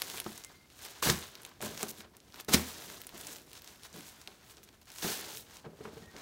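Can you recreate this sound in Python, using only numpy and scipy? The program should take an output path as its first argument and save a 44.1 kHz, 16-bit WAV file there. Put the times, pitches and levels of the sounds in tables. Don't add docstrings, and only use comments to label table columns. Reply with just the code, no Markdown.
import sys
import numpy as np
from scipy import signal
from scipy.fft import rfft, irfft
from scipy.io import wavfile
from scipy.ndimage import uniform_filter1d

SR = 44100
rng = np.random.default_rng(int(sys.argv[2]) if len(sys.argv) > 2 else 0)


def natural_amplitude(level_db):
    exponent = np.asarray(level_db, float) / 20
    return 10 ** exponent


def transcribe(u):
    v = np.clip(np.atleast_2d(u).T, -1, 1)
    q = np.round(v * 32767).astype(np.int16)
    wavfile.write(sys.argv[1], SR, q)


N = 273861


def rms_one(x):
    return x / np.sqrt(np.mean(x ** 2) + 1e-20)


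def across(points_hz, values, hz):
    return np.interp(np.log(hz), np.log(points_hz), values)


def drift(rate_hz):
    r = np.exp(-40 * np.pi * rate_hz / SR)
    slow = signal.lfilter([1], [1, -2 * r, r * r], rng.standard_normal(N // 20 + 2002))[2000:]
    return np.interp(np.arange(N) / 20, np.arange(len(slow)), rms_one(slow))


def ring(clicks, hz, t60):
    r = natural_amplitude(-60 / (max(t60, .004) * SR))
    w = 2 * np.pi * hz / SR
    return signal.lfilter([0, np.sin(w)], [1, -2 * r * np.cos(w), r * r], clicks + 1e-18)


def band(x, low_hz, high_hz):
    return signal.sosfilt(signal.butter(2, [low_hz, high_hz], "band", fs=SR, output="sos"), x)


def buckles(per_s, spread_db):
    sizes = natural_amplitude(spread_db * np.minimum(rng.exponential(1, N), 4.5)) * rng.choice([-1, 1], N)
    return rms_one(sizes * (rng.random(N) < per_s / SR))


def swell(t, s, rise_s, hold_s, fall_s, db):
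    before = np.maximum(s - t, 0)
    after = np.maximum(t - s - max(hold_s, 0), 0)
    return natural_amplitude(db - 20 * (before / max(rise_s, .002) + after / max(fall_s, .003))) ** 2


def hum():
    # (pitch [Hz], level [dB])
    hum_curve = [(15, -40), (25, -18), (53, 0.5), (76, 1.5), (161, -4), (352, -5.5), (449, -13),
                 (929, -18.5), (3680, -22.5), (5090, -22), (8000, -26.5), (15800, -28)]
    hz = np.maximum(np.fft.rfftfreq(N, 1 / SR), 1)
    shaped = rfft(rng.standard_normal(N)) * natural_amplitude(across(*np.transpose(hum_curve), hz))
    return natural_amplitude(-63.5) * rms_one(irfft(shaped, N))


def handling():
    # (time [s], hold [s], fall [s per 20 dB], rustle [dB], tautness [dB])
    crushes = [(0.0, 0.082, .5, -51, -0.5), (0.25, 0.14, 0.13, -54.5, -0.5),
               (1.026, 0.065, 0.0836, -30.5, 0), (1.16, 0.01, 0.33, -49, -1.5),
               (1.207, 0.038, -0.16, -50.5, -2.5), (1.616, 0.051, 0.12, -43.5, -1),
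               (1.883, 0.03, -0.03, -48.5, 4.5), (2.485, 0.011, 0.11, -38.5, -1),
               (2.569, 0.0091, .2, -40, 0), (2.68, 0.26, 0.23, -52, -1), (3.143, 0.14, 0.2, -56, -1.5),
               (3.535, 0.062, 0, -56, -0.5), (3.465, 0.066, -0.5, -63, -1), (3.09, 0.053, -0.7, -62.5, -7),
               (3.782, 0.034, -0.5, -65.5, -4), (1.326, 0.036, 0.2, -64, -7), (3.893, .04, 1, -63, -5),
               (3.935, .05, 0.5, -55, -1), (4.276, 0.006, -0.06, -59, 1), (4.28, 0.009, 0.14, -61, -4),
               (0.487, 0.07, -0.03, -65, -4), (0.7, 0.036, 1, -66.5, -2), (2.135, 0.047, -0.2, -72, -9.5),
               (4.634, 0.016, -0.06, -63, 4), (4.817, 0.015, -0.05, -64.5, -0.5),
               (5.183, 0.0097, 0.04, -52, 5), (4.871, 0.023, 0.16, -59.5, -3),
               (5.025, 0.097, 0.1365, -36.5, 0.5), (5.19, 0.16, 0.02, -49.5, -1.5),
               (5.643, 0.023, -0.03, -61.5, -13), (5.922, 0.065, .3, -61, -2.5)]
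    # (peak time [s], rise [s per 20 dB], fall [s per 20 dB], rustle [dB], tautness [dB])
    strokes = [(.18, 0.41, 0.1, -47, 0), (.855, 0.14, 0.28, -49.5, -1), (.965, 0.062, 0.1, -59.5, -8),
               (1.099, 0.019, 0.0659, -30.5, -1), (1.36, 0.12, 0.5, -68.5, -13),
               (1.458, 0.11, 0.14, -58, -5), (1.52, .03, -0.66, -59.5, -10), (1.832, 0.17, 0.0943, -45, -1),
               (2.008, 0.14, 0.03, -52, 0), (2.045, 0.038, 0.03, -57, -10.5),
               (2.407, 0.15, 0.04, -52.5, -3), (2.541, 0.022, 0.0316, -19, 0),
               (3.318, 0.27, 0.15, -50.5, 0.5), (3.69, 0.18, 0.2, -55.5, -1.5),
               (3.854, 0.062, 0.05, -51.5, -1.5), (4.1, 0.19, -0.2, -55, 3.5),
               (4.227, 0.12, -0.03, -60, -1), (4.52, 0.13, 0.08, -58.5, 0), (4.43, .06, 0.3, -64, -3.5),
               (4.58, .05, 0.03, -62, -3), (4.679, 0.04, 0.07, -63.5, -2), (4.741, .04, .06, -65, -3.5),
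               (2.25, 0.064, 0.14, -70, -4), (.62, .08, 0.2, -72, -8), (5.0, 0.11, 0.24, -48, 1),
               (5.383, 0.14, 0.07, -50.5, 3.5), (5.557, 0.2, 0.1, -54.5, -2.5), (5.77, 0.098, 6, -69.5, -2),
               (5.86, 0.12, 0.13, -56.5, -5), (6.21, 0.15, 4, -52, -4.5)]
    # (time [s], hold [s], fall [s per 20 dB], rumble [dB])
    drag_rows = [(0.03, 0.083, 0.5, -53.5), (0.264, 0.01, -0.0447, -39.5), (1.042, 0.075, -0.15, -37),
                 (1.345, 0.066, 2.5, -62.5), (1.608, 0.053, 0.21, -42), (1.811, 0.015, 0.19, -44),
                 (2.345, 0.059, -0.4, -58.5), (2.496, 0.047, -0.27, -37.5), (2.547, 0.0035, -0.0232, -27),
                 (2.585, 0.039, -2, -62), (2.695, 0.24, 0.3, -54.5), (3.133, 0.16, 0.47, -53.5),
                 (4.56, 0.081, .05, -64.5), (3.933, 0.043, 0.1, -52), (4.27, 0.0064, 1.8, -70),
                 (5.03, 0.048, 0.1, -41.5), (5.164, 0.089, 0.44, -51.5), (5.65, 0.023, 0.2, -51),
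                 (5.788, 0.23, 0.14, -53), (6.147, .1, .1, -51.5)]
    crush_rise_s, drag_rise_s = 0.0042, 0.0095
    gestures = [(s, rise_s, 0, *rest) for s, rise_s, *rest in strokes]
    gestures += [(s, crush_rise_s, *rest) for s, *rest in crushes]
    t, power, taut = np.arange(0, N + 16, 16) / SR, 1e-10, 0
    for *shape, taut_db in gestures:
        gesture = swell(t, *shape)
        power = power + gesture
        taut = taut + taut_db * gesture
    drag = sum(swell(t, s, drag_rise_s, *rest) for s, *rest in drag_rows)
    drag = drag + natural_amplitude(-21.5) ** 2 * power
    curves = (10 * np.log10(power), taut / power, 10 * np.log10(drag))
    return [np.interp(np.arange(N) / SR, t, curve) for curve in curves]


def film(rustle_db, taut_db):
    # (pitch [Hz], level [dB per band])
    film_colour = [(350, 5.5), (700, 6), (1500, 4.5), (3000, 2), (5000, 4), (8000, 3.5), (12000, 2),
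                   (16000, 3)]
    zones_hz = [1000, 4200, 11500]
    belly_db = -4 - 1.33 * taut_db
    sheen_db = -6 + 1.53 * taut_db
    light = np.clip((-28 - rustle_db) / 18, .15, 1)
    jerks_db = 1.02 * light * drift(48)
    wide_creases = natural_amplitude(0.24 * drift(44)) * buckles(per_s=700, spread_db=3.0)
    tight_creases = natural_amplitude(1.16 * drift(42)) * buckles(per_s=1200, spread_db=1.5)
    fine = rng.standard_normal((2, N))
    crease_share, hiss_thins = .85, .5
    out, edges = 0, 300 * 2 ** np.arange(0, 6.1, .5)
    for k, (low, high) in enumerate(zip(edges, edges[1:])):
        hz = np.sqrt(low * high)
        belly, middle, sheen = [across(zones_hz, row, hz) for row in np.eye(3)]
        flicker_db = 0.67 * light * drift(45)
        level_db = rustle_db + belly * belly_db + sheen * sheen_db + jerks_db + flicker_db + 2.0
        own_creases = np.roll(wide_creases, 9000 * (1 + k // 2))
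        wide = .6 * wide_creases + .8 * own_creases
        mixed = np.sqrt(sheen) * tight_creases + np.sqrt(1 - sheen) * wide
        drive = crease_share * light * mixed + (1 - hiss_thins * light) * fine[k % 2]
        patch = band(natural_amplitude(level_db) * drive, low, high)
        out = out + natural_amplitude(across(*np.transpose(film_colour), hz)) * (-1) ** k * patch
    return out


def creases():
    # (time [s], peak [dB], belly re peak [dB], sheen re peak [dB])
    snap_rows = [(0.0195, -20, -8, 7), (0.1002, -30, -10, 8), (0.1674, -38, -14, 12),
                 (0.1821, -31.5, -5.5, -15), (0.4385, -34, -21, 3), (1.1002, -11, -20, 1),
                 (1.3538, -32.5, -24, 0), (1.4507, -30, -16.5, -1), (1.6076, -40, 4, -6),
                 (1.6256, -33, -10, 15), (1.7765, -30, -6, 3), (1.7943, -35, -6, 0), (1.83, -20, -12, 3),
                 (2.0066, -38, -0.5, -4), (2.151, -53.5, 3, -12), (2.203, -43.5, -21, -5),
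                 (2.3433, -38.5, -1.5, -1), (2.4004, -36.5, -0.5, 10), (2.4943, -33, -20, 15),
                 (2.5449, -8, -31, -10), (2.537, -11, -7, 1), (2.9006, -40.5, 1, 11),
                 (3.073, -40, -16, -17), (3.2325, -45, -19, -16.5), (3.8344, -40, -14, 9),
                 (4.008, -38.5, -8, 5), (4.275, -30, -29, -6), (5.852, -55, 1, -14), (5.0225, -36, -10, -3),
                 (5.3723, -31.5, -16, -1)]
    # (time [s], peak [dB], sheen re peak [dB])
    tick_rows = [(0.2013, -28.5, 16), (0.378, -39.5, 16), (0.4475, -35, 13), (0.702, -46.5, -3),
                 (0.822, -42, 10), (1.419, -51, 20), (1.4334, -46, 16), (1.4932, -51, 16.5),
                 (1.764, -51, 7), (2.1683, -46.5, 17), (2.359, -43, 6), (2.4478, -42.5, 12),
                 (3.017, -38.5, 17), (3.3288, -45, 22), (3.069, -38, 17), (3.2118, -39, 16),
                 (3.27, -37, 18), (3.322, -43, 7), (3.3602, -38, -2), (3.418, -53, 19), (3.532, -40, 13),
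                 (3.6203, -43, 13), (3.676, -39, 9.5), (3.759, -48, 8), (4.2155, -40.5, 6),
                 (4.6316, -48, 11), (4.8155, -52, 12), (4.985, -33.5, 7), (5.57, -39.5, 5), (6.166, -40, 2),
                 (.1078, -40, 9), (.158, -45, 9), (.175, -38, 17), (.218, -42, 8), (1.66, -35, 12),
                 (1.81, -33, -6), (2.28, -57, -3), (2.404, -39.5, 12), (2.409, -40, 16), (3.006, -48, 9),
                 (3.048, -46, 11), (3.22, -46, 8), (3.237, -44, 0), (3.248, -39, -2), (3.274, -40, 12),
                 (3.284, -41, -4), (3.35, -45, -4), (3.366, -41.5, 15)]
    # (time [s], peak [dB], sheen re peak [dB])
    crinkle_rows = [(0.2438, -39, 10.5), (0.3314, -45, -4), (0.358, -43, -6), (0.7915, -44, 4),
                    (1.4635, -44, 15), (1.6157, -42, 20), (2.303, -51, -5), (2.3236, -45, -9.5),
                    (2.9451, -49, 3), (3.037, -42, -6), (3.0923, -40, 8), (3.179, -41.5, 15),
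                    (3.311, -42, 12), (3.385, -45, 5), (3.4962, -46, 4), (3.5163, -43, -1),
                    (3.5765, -41, 3), (3.645, -41.5, 10), (3.929, -42, 1), (4.5106, -46, 5.5),
                    (4.5701, -44.5, 3), (4.69, -45, -8), (4.729, -52, -2), (4.8566, -53.5, 10.5),
                    (4.8807, -50, 2), (4.891, -46, -10), (4.903, -39, 2), (4.9184, -42, 8),
                    (4.961, -38.5, 0), (5.4138, -61, -12)]
    tick_belly_db, crinkle_belly_db = -8.5, -11
    ticks = [(s, db, tick_belly_db, sheen_db) for s, db, sheen_db in tick_rows]
    crinkles = [(s, db, crinkle_belly_db, sheen_db) for s, db, sheen_db in crinkle_rows]
    return [*snap_rows, *ticks, *crinkles]


def snaps():
    # (low edge [Hz], high edge [Hz])
    zone_edges_hz = [(600, 2500), (2500, 7000), (7000, 18000)]
    # (delay [s], level [dB])
    reflections = [
        (.0008, -16),
        (.0023, -8.5),
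        (.0052, -16),
    ]
    out, after = np.zeros(N + 1000), np.arange(1000) / SR
    tearing = rng.standard_normal((120, 1000))
    stretch = rng.uniform(.8, 1.25, size=120)
    for (s, peak_db, belly_db, sheen_db), noise, far in zip(creases(), tearing, stretch):
        burst = noise * np.exp(-after / 0.00013)
        snap = np.zeros(1000)
        levels_db = (belly_db, 2.5, sheen_db - 6.0)
        for (low, high), db, sign in zip(zone_edges_hz, levels_db, (1, -1, 1)):
            zone = band(burst, low, high)
            snap += sign * natural_amplitude(peak_db + db) * zone / np.abs(zone).max()
        snap += sum(natural_amplitude(db) * np.roll(snap, round(lag * far * SR)) for lag, db in reflections)
        i = max(round(s * SR) - 8, 0)
        out[i:i + 1000] += snap
    return out[:N]


def struck(rows, cycles, gain_db):
    out, after = np.zeros(N + 3000), np.arange(3000) / SR
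    for (s, peak_db, hz), noise in zip(rows, rng.standard_normal((60, 3000))):
        contact = noise * np.exp(-after * hz / 0.81)
        tone = ring(contact, hz, cycles / hz) + 0.51 * ring(contact, 1.27 * hz, cycles / hz / 2)
        i = round(s * SR)
        out[i:i + 3000] += natural_amplitude(peak_db + gain_db) * tone / np.abs(tone).max()
    return out[:N]


def corner_knocks():
    # (time [s], peak [dB], pitch [Hz])
    knock_rows = [(.022, -42, 504), (.142, -41, 910), (.263, -33, 800), (.3, -53, 594), (.318, -45, 726),
                  (1.026, -22, 1136), (1.047, -34, 320), (1.063, -32, 350), (1.068, -30, 950),
                  (1.072, -21.5, 1700), (1.088, -23, 490), (1.097, -17, 1880), (1.138, -41, 490),
                  (1.612, -43, 594), (1.83, -31.5, 750), (2.484, -33, 825), (2.532, -35, 1450),
                  (2.5435, -22.5, 380), (2.57, -34, 800), (2.595, -34, 1190), (5.043, -36.5, 457),
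                  (5.087, -35, 706), (5.645, -49, 800), (5.652, -47, 2300), (5.664, -55, 800),
                  (5.683, -48, 550), (5.851, -37.5, 785), (5.853, -47, 1800), (6.17, -48, 710)]
    return struck(knock_rows, cycles=20, gain_db=0)


def drags(rumble_db):
    sliding = rms_one(band(buckles(per_s=700, spread_db=1.5), 120, 566))
    return natural_amplitude(rumble_db - 3.5) * sliding


def dimple_pops():
    # (time [s], peak [dB], pitch [Hz])
    pop_rows = [(0.0563, -40, 3090), (0.1734, -33, 2360), (0.216, -37, 2720), (0.262, -36, 1510),
                (0.2944, -39, 5270), (0.6579, -49, 2350), (0.7233, -43, 3260), (0.7514, -48, 3550),
                (0.7766, -45, 4050), (0.852, -27, 5330), (0.946, -39, 3600), (1.2263, -26, 2670),
                (2.6868, -35.5, 2500), (2.741, -35.5, 3570), (2.7924, -38, 2870), (2.862, -39, 2160),
                (3.1638, -35, 1970), (3.1986, -38, 3650), (3.4504, -53, 4270), (3.471, -46.5, 1740),
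                (4.3834, -53, 1620), (4.4184, -54, 4830), (4.4378, -54, 3140), (4.477, -45, 3030),
                (4.4972, -40, 3520), (4.5264, -48, 4760), (4.5486, -43, 4150), (4.5844, -51, 2510),
                (4.6444, -51, 6550), (4.6644, -49, 3980), (4.6886, -37, 3800), (4.7364, -52.5, 2060),
                (4.925, -38, 3910), (5.1876, -41, 6220), (5.1876, -32, 6100), (5.474, -53, 4620),
                (5.5363, -43.5, 3400), (5.6476, -46, 1670), (5.9474, -44, 3630), (6.1244, -53, 1550),
                (6.164, -33, 2190)]
    return struck(pop_rows, cycles=10, gain_db=-6.5)


def thuds():
    # (time [s], peak [dB], hollow pitch [Hz], slap re peak [dB])
    thud_rows = [(0.137, -44, 378, -2), (0.259, -33.5, 337, -13), (0.494, -56, 553, -1.5),
                 (1.022, -39, 483, -3), (1.067, -27.5, 146, -5.5), (1.096, -20.5, 151, -10.5),
                 (1.135, -32, 219, -16), (1.621, -39.5, 363, -4), (1.699, -49, 197, -10),
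                 (1.828, -33.5, 394, -9), (1.989, -48, 219, -28), (2.481, -29.5, 405, -5.5),
                 (2.5407, -16, 249, -24), (2.566, -31.5, 218, -9.5), (3.139, -46.5, 354, -17),
                 (3.939, -49, 190, -19), (3.982, -44.5, 298, -16), (4.272, -49.5, 400, -7),
                 (5.041, -30.5, 186, -5.5), (5.661, -40.5, 438, -25), (5.803, -43, 410, -12),
                 (5.849, -38, 402, -7), (5.873, -48, 442, -8), (5.966, -40, 448, -17),
                 (6.018, -45.5, 179, -16), (6.135, -54, 201, -8), (5.661, -39.5, 149, -18),
                 (5.973, -43.5, 160, -17), (1.658, -42.5, 112, -3), (6.069, -49, 96, -15)]
    # (pitch [Hz], level [dB], t60 [s])
    floorboards = [(79.6, -4.5, 0.32), (186.6, -4.5, 0.27), (219.3, 1.5, 0.26), (294, -20, 0.089),
                   (352.6, 0, 0.14), (417, -19, 0.08)]
    out, pushes, slaps = np.zeros(N), np.zeros(N), np.zeros(N)
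    after = np.arange(5000) / SR
    strengths_db = rng.normal(0, 2.5, (len(thud_rows), len(floorboards)))
    at = [round((row[0] + 0.00363) * SR) for row in thud_rows]
    peaks_db = np.array(thud_rows)[:, 1]
    contact = 1 - np.exp(-after / 0.00097)
    for i, (s, peak_db, hz, slap_db) in zip(at, thud_rows):
        hollow = ring(after == 0, hz, t60=0.077)
        hollow = hollow + natural_amplitude(slap_db) * ring(after == 0, 1.765 * hz, t60=0.053)
        slap = natural_amplitude(peak_db + slap_db + 4.5 - 60 * after / 0.057) * contact
        out[i:i + 5000] += (natural_amplitude(peak_db - 1.0) * hollow * contact)[:N - i]
        slaps[i:i + 5000] += slap[:N - i]
    for k, (hz, level_db, t60) in enumerate(floorboards):
        pushes[at] = natural_amplitude(peaks_db + level_db - 12.0 + strengths_db[:, k])
        out += ring(pushes, hz, t60)
    out += slaps * rms_one(band(rng.standard_normal(N), 254, 1380))
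    return band(out, 73, 6400)


def squeaks():
    # (time [s], length [s], pitch [Hz], level [dB])
    squeak_rows = [
        (.44, .045, 2090, -64),
        (.495, .02, 4700, -67),
        (.54, .025, 2110, -64),
        (.58, .07, 2110, -71),
        (.545, .03, 4150, -69),
        (.555, .045, 4630, -67),
        (5.155, .03, 5600, -55),
        (6.03, .07, 1890, -62),
        (6.115, .03, 1550, -63),
        (5.87, .025, 920, -60),
    ]
    t, out = np.arange(N) / SR, np.zeros(N)
    waver, flutter = drift(26), drift(45)
    for k, (s, length_s, hz, level_db) in enumerate(squeak_rows):
        span = slice(round((s - .02) * SR), round((s + length_s + .1) * SR))
        pitch = hz * (1 + .008 * np.roll(waver, 9000 * k)[span])
        phase = 2 * np.pi * np.cumsum(pitch) / SR
        shape = np.sqrt(swell(t[span], s, 0.01, length_s, 0.022, level_db))
        out[span] += shape * natural_amplitude(4.5 * np.roll(flutter, 9000 * k)[span]) * np.sin(phase)
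    return out


def box_rings():
    # (time [s], peak [dB], pitch [Hz])
    box_rows = [
        (5.646, -49, 453),
        (5.663, -56, 452),
        (5.806, -46, 434),
        (5.852, -50, 410),
        (5.875, -47, 447),
        (5.97, -53, 450),
        (3.14, -49, 360),
        (3.3, -58, 350),
    ]
    return struck(box_rows, cycles=44, gain_db=0)


def room(x):
    split_hz, t60_s, treble_t60_s = 2230, 0.38, 0.17
    after = np.arange(SR // 2) / SR
    scatter = rng.standard_normal((2, len(after))) * np.clip(after / 0.00033, 0, 1)
    echoes = band(scatter[0], 60, split_hz) * natural_amplitude(-60 * after / t60_s)
    echoes += 0.61 * band(scatter[1], split_hz, 21800) * natural_amplitude(-60 * after / treble_t60_s)
    return signal.fftconvolve(x, echoes / np.sqrt(np.sum(echoes ** 2)))[:N]


def scene():
    rustle_db, taut_db, rumble_db = handling()
    near = film(rustle_db, taut_db) + snaps() + dimple_pops() + squeaks()
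    near = near + thuds() + drags(rumble_db) + corner_knocks() + box_rings()
    return (near + natural_amplitude(-15.5) * room(near) + hum())[None]


def low_pass(x):
    return signal.sosfilt(signal.butter(12, 17150, fs=SR, output="sos"), x)


def record(dry):
    steady_top_hz, sudden_top_hz, sudden_top_db = 15950, 16850, -9
    hz, spectrum = np.fft.rfftfreq(N, 1 / SR), rfft(dry)
    steady, wide = [irfft(spectrum * np.clip((top - hz) / 200, 0, 1), N)
                    for top in (steady_top_hz, sudden_top_hz)]
    extra = wide - steady
    power = extra ** 2
    sudden = uniform_filter1d(power, size=128) > 9 * uniform_filter1d(power, size=2048)
    opened = np.clip(3 * uniform_filter1d(1. * sudden, size=200), 0, 1)
    mix = steady + natural_amplitude(sudden_top_db) * opened * extra
    return low_pass(mix)


dry = scene()
out = record(dry)
transcribe(out)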